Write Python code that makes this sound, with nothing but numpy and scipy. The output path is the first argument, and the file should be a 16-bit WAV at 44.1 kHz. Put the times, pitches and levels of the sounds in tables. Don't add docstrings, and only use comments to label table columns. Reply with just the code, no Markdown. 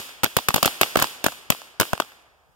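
import sys
import numpy as np
from scipy import signal
from scipy.fft import rfft, irfft, next_fast_len
from scipy.io import wavfile
from scipy.ndimage import uniform_filter1d

SR = 44100
rng = np.random.default_rng(int(sys.argv[2]) if len(sys.argv) > 2 else 0)


def store_wav(level_fs):
    pcm = np.round(np.clip(np.atleast_2d(level_fs), -1, 1) * 32767)
    wavfile.write(sys.argv[1], SR, pcm.T.astype(np.int16))


def makeup_ratio(level_db):
    decades = np.asarray(level_db, float) / 20
    return 10 ** decades


N = 112454
LEAD = 4410

# (time [s], shock peak [dB], crackle re shock [dB], true strength carried by the echoes [dB])
BANG_EVENTS = [(0.2333, -17, 2.5, -5), (0.2409, -19, 7.5, -2.5), (0.367, -9, -2.5, 0.5),
               (0.4854, -12.5, 1, -1), (0.5418, -13.5, -3.5, -2.5), (0.5597, -11.5, -4, 1),
               (0.6279, -14, 0.5, 3.5), (0.6568, -17.5, 6.5, 4), (0.8122, -1.5, -7.5, 6.5),
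               (0.9562, -7, -2.5, -12), (0.9704, -14, -2.5, 1), (0.9969, -15.5, -3, 0),
               (1.0229, -20, 8, 1.5), (1.2414, -9, -6.5, -0.5), (1.2634, -4, -9, -4.5),
               (1.5021, -10, -0.5, -0.5), (1.7989, -27.5, 20, 2), (1.811, -4.5, -13, -4),
               (1.9323, -6.5, -8, -16.5), (2.0007, -5.5, -8.5, -9.5)]
# (time [s], shock peak [dB], crackle re shock [dB], true strength [dB])
EARLIER_BANG = [
    (-.029, -5, -6, 3.5),
]
ALL_BANGS = list(EARLIER_BANG) + list(BANG_EVENTS)
# (frequency [Hz], density [dB per Hz])
CRACKLE_SPECTRUM = [(100, -23.5), (350, 0.5), (800, 0), (2000, -3.5), (3500, -7.5), (6000, -8.5),
                    (10000, -10.5), (16000, -4)]
# (frequency [Hz], likeness [0-1])
PORT_LIKENESS = [(200, .9), (700, 0.41), (1500, .1), (3000, 0.065), (15000, .05)]


def at_hz(points, hz):
    points = np.array(points)
    return np.interp(np.log(np.maximum(hz, 1)), np.log(points[:, 0]), points[:, 1])


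def rms_one(x):
    return x / np.sqrt(np.mean(x ** 2) + 1e-20)


def colour(x, spectrum):
    size = x.shape[-1]
    hz = np.arange(size // 2 + 1) * SR / size
    return rms_one(irfft(rfft(x) * makeup_ratio(at_hz(spectrum, hz)), size))


def band(x, low_hz, high_hz):
    return signal.sosfilt(signal.butter(2, [low_hz, high_hz], "band", fs=SR, output="sos"), x)


def add(track, s, sound):
    i = int(round(s * SR)) + LEAD
    track[..., i:i + sound.shape[-1]] += sound[..., :track.shape[-1] - i]


def drift(rate_hz, size):
    r = np.exp(-2 * np.pi * rate_hz / SR)
    return rms_one(signal.lfilter([1], [1, -2 * r, r * r], rng.standard_normal(size + SR))[SR:])


def ports(white):
    alike = np.clip(at_hz(PORT_LIKENESS, np.arange(513) * SR / 1024), 0, 1)
    bins = rfft(white)
    return irfft(np.sqrt(alike) * bins[0] + np.sqrt(1 - alike) * bins[1:])


def shock(t):
    length_s = 0.00068
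    return np.clip(t * SR + 1, 0, 1) * (t < length_s) * (1 - 2 * t / length_s)


def wind():
    port_db = np.array([[-68], [-77]])
    low = band(rng.standard_normal((2, N)), 40, 150)
    gusts = makeup_ratio(7.2 * np.array([drift(6, N), drift(6, N)]))
    return makeup_ratio(port_db) * rms_one(low) * gusts


def garden():
    # (frequency [Hz], density [dB per Hz])
    scatter_spectrum = [(200, 0.5), (700, -4), (1500, -10.5), (3000, -6), (6000, -14.5), (15000, -17.5)]
    # (frequency [Hz], density [dB per Hz])
    tail_spectrum = [(100, -19.5), (300, -11), (700, -12.5), (1500, -10.5), (3000, -5), (6000, -10.5),
                     (15000, -9.5)]
    # (frequency [Hz], T60 [s])
    tail_decay = [(200, 1.3), (800, 1.88), (3000, 0.85), (8000, 0.62), (15000, 0.37)]
    # (frequency [Hz], density [dB per Hz])
    air_spectrum = [(60, 15), (200, -13), (700, 3), (2000, -9.5), (5000, -16.5), (15000, -21)]
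    scatter_db, scatter_end_s, scatter_t60_s = -27, 0.034, 0.23
    tail_db, tail_rise_s, air_db, patchy_db = -39.5, 0.024, -66, 0.5

    size = N + LEAD
    power = np.zeros(size)
    for s, _, _, true_db in ALL_BANGS:
        add(power, s, makeup_ratio(2 * true_db) * np.ones(1))

    t = np.arange(8000) / SR
    shape = makeup_ratio(-120 * t / scatter_t60_s) * np.clip(t / 0.0032, 0, 1) / (1 + (t / scatter_end_s) ** 16)
    near = np.maximum(signal.fftconvolve(power, shape)[:size], 0)

    rise = np.exp(-1 / (tail_rise_s * SR))
    edges = 40 * 2 ** np.arange(0, 9.1, .5)
    white = rng.standard_normal((2, 2, size))
    out = 0
    for k, (low, high) in enumerate(zip(edges, edges[1:])):
        mid, side = band(white[k % 2], low, high)
        hz = np.sqrt(low * high)
        fall = makeup_ratio(-120 / at_hz(tail_decay, hz) / SR)
        far = signal.lfilter([1 - rise], np.convolve([1, -rise], [1, -fall]), power)
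        level = near * makeup_ratio(2 * (scatter_db + at_hz(scatter_spectrum, hz)))
        level = level + far * makeup_ratio(2 * (tail_db + at_hz(tail_spectrum, hz)))
        level = level + makeup_ratio(2 * (air_db + at_hz(air_spectrum, hz)))
        gain = 3 * np.sqrt(np.abs(level)) * makeup_ratio(patchy_db * drift(18, size))
        alike = np.clip(at_hz(PORT_LIKENESS, hz), -.99, .99)
        out = out + gain * (np.sqrt(1 + alike) * mid + np.sqrt(1 - alike) * side * [[1], [-1]])
    return out[:, LEAD:]


def slaps():
    # (time [s], peak [dB], dullness [Hz], left-right balance [dB])
    wall_slaps = [(0.017, -21.5, 11000, -4), (0.091, -20, 11000, -6), (0.287, -40, 11000, 3),
                  (0.414, -39, 11140, 0.0), (0.533, -31, 11000, 18), (0.86, -14, 11000, -5),
                  (0.893, -50, 11000, -20), (1.07, -13.5, 11000, -12.5), (1.104, -43, 11020, -6),
                  (1.141, -32, 11000, -6), (1.32, -17.5, 11000, 2), (1.324, -19, 11000, -6.5),
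                  (1.548, -18, 11000, 11), (1.583, -34.5, 10800, 3), (1.617, -21.5, 11000, -8),
                  (1.844, -32.5, 11000, -8), (1.852, -16, 11020, 7), (1.977, -14, 10960, -3),
                  (2.047, -26.5, 11000, 1.5), (2.119, -29.5, 11200, 12), (2.223, -43, 11000, -2.5)]
    puff_s, trim_db = .0008, -9
    out, t = np.zeros((2, N + LEAD)), np.arange(1024) / SR
    for s, db, dull_hz, pan_db in wall_slaps:
        noise = colour(ports(rng.standard_normal((3, 1024))), CRACKLE_SPECTRUM)
        puff = noise * np.exp(-t / puff_s) + shock(t)
        dull = band(puff, 400, min(dull_hz, 18000))
        balance_db = np.clip([[pan_db], [-pan_db]], -5, 5) / 2
        add(out, s + .001, makeup_ratio(db + trim_db + balance_db) * dull)
    return out[:, LEAD:]


def lurches():
    # (time [s], signed height [full scale], time to the swing back [s])
    port_shoves = [(0.2347, 0.15, 0.0023), (0.2441, 0.15, 0.0019), (0.3687, 0.26, 0.003),
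                   (0.4899, 0.17, 0.003), (0.5436, -0.25, 0.0023), (0.5613, 0.19, 0.0017),
                   (0.6327, 0.2, 0.0018), (0.6585, -0.17, 0.0027), (0.813, -0.12, 0.003),
                   (0.957, -0.13, 0.0021), (0.972, 0.25, 0.002), (0.9981, 0.08, 0.003),
                   (1.0235, 0.09, 0.003), (1.2432, 0.12, 0.0015), (1.2653, 0.21, 0.0015),
                   (1.5031, 0.36, 0.0023), (1.8, 0.15, 0.003), (1.8112, 0.17, 0.0023),
                   (1.9336, -0.23, 0.003), (2.0012, -0.09, 0.0017)]
    level_db, shared = -0.5, .5
    out = np.zeros((2, N + LEAD))
    for s, height, swing_s in port_shoves:
        t = (np.arange(800) - 200) / SR / swing_s
        push = np.exp(-(t / .5) ** 2) - .8 * np.exp(-((t - 1) / .55) ** 2)
        add(out, s - 195 / SR, makeup_ratio(level_db) * height * push * [[shared + 1], [shared - 1]])
    return out[:, LEAD:]


def blasts():
    # (delay [s], level [dB], dullness [Hz], left-right balance [dB])
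    wall_echoes = [
        (0.019, -15.5, 5000, -8.5),
        (0.0205, -14.5, 4000, -0.5),
    ]
    port_lag_s, bounce_s, bounce_db = .0001, 0.002665, -8.5
    hold_s, fall_s, lumpy_db = .0042, .001, 4.5
    crack_s, crack_db = .00035, -2.5
    weak_dull_hz = 31100
    echo_wander_s, echo_length_s = .0003, .0011

    out, t = np.zeros((2, N + LEAD)), np.arange(1024) / SR
    late = t - np.array([[0], [port_lag_s]])
    waves = shock(late) + makeup_ratio(bounce_db) * shock((late - bounce_s) / 1.9)
    crack = makeup_ratio(crack_db) * np.exp(-np.abs(late) / crack_s)
    for s, db, crackle_db, true_db in ALL_BANGS:
        white, chance = rng.standard_normal((4, 1024)), rng.standard_normal((len(wall_echoes), 2))
        smooth = uniform_filter1d(uniform_filter1d(white[3], size=20), size=20)
        lumps = makeup_ratio(lumpy_db * rms_one(smooth))
        hold = makeup_ratio(crackle_db) * lumps * np.exp(-np.maximum(late - hold_s, 0) / fall_s)
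        crackle = colour(ports(white[:3]), CRACKLE_SPECTRUM)
        top_hz = min(weak_dull_hz * makeup_ratio(2 * true_db), 18000)
        body = signal.lfilter(*signal.butter(1, top_hz, fs=SR), crackle)
        add(out, s, makeup_ratio(db) * (waves + (late >= 0) * (hold * body + crack * crackle)))

        smear = np.exp(-(t / echo_length_s - 1.2) ** 2) * crackle
        for (lag, echo_db, dull_hz, pan_db), (wander, swing) in zip(wall_echoes, chance):
            dull = band(smear + 0.28 * waves, 350, dull_hz)
            sides = makeup_ratio(true_db + echo_db + swing + np.array([[pan_db], [-pan_db]]) / 2)
            add(out, s + lag + echo_wander_s * wander, sides * dull)
    return out[:, LEAD:]


def scene():
    facing = makeup_ratio(np.array([[0], [1]]))
    return wind() + (garden() + blasts()) * facing + slaps() + lurches()


def roll_off(x):
    return signal.sosfilt(signal.butter(12, 17040, fs=SR, output="sos"), x)


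def record(dry):
    # (frequency [Hz], share of the other port [0-1])
    cross_share = [(300, 0.33), (1000, 0.23), (2000, 0.6), (4200, 0.48), (6300, 0.23), (8500, 0.1),
                   (12000, 0.2), (15000, 0.2)]
    cross_samples, overload = 21.5, 1.0
    size = next_fast_len(N + 2048)
    hz = np.arange(size // 2 + 1) * SR / size
    bins = rfft(dry, size)
    cross = np.clip(at_hz(cross_share, hz), 0, 1) * np.exp(-2j * np.pi * hz * cross_samples / SR)
    both = irfft(bins - cross * bins[::-1], size)[:, :N]
    both = signal.sosfilt(signal.butter(1, 92, "high", fs=SR, output="sos"), both)
    both = both / (1 + np.abs(both / overload) ** 4) ** .25
    both = signal.sosfilt(signal.cheby2(10, 45, 16540, fs=SR, output="sos"), both)
    return roll_off(both)


dry = scene()
out = record(dry)
store_wav(out)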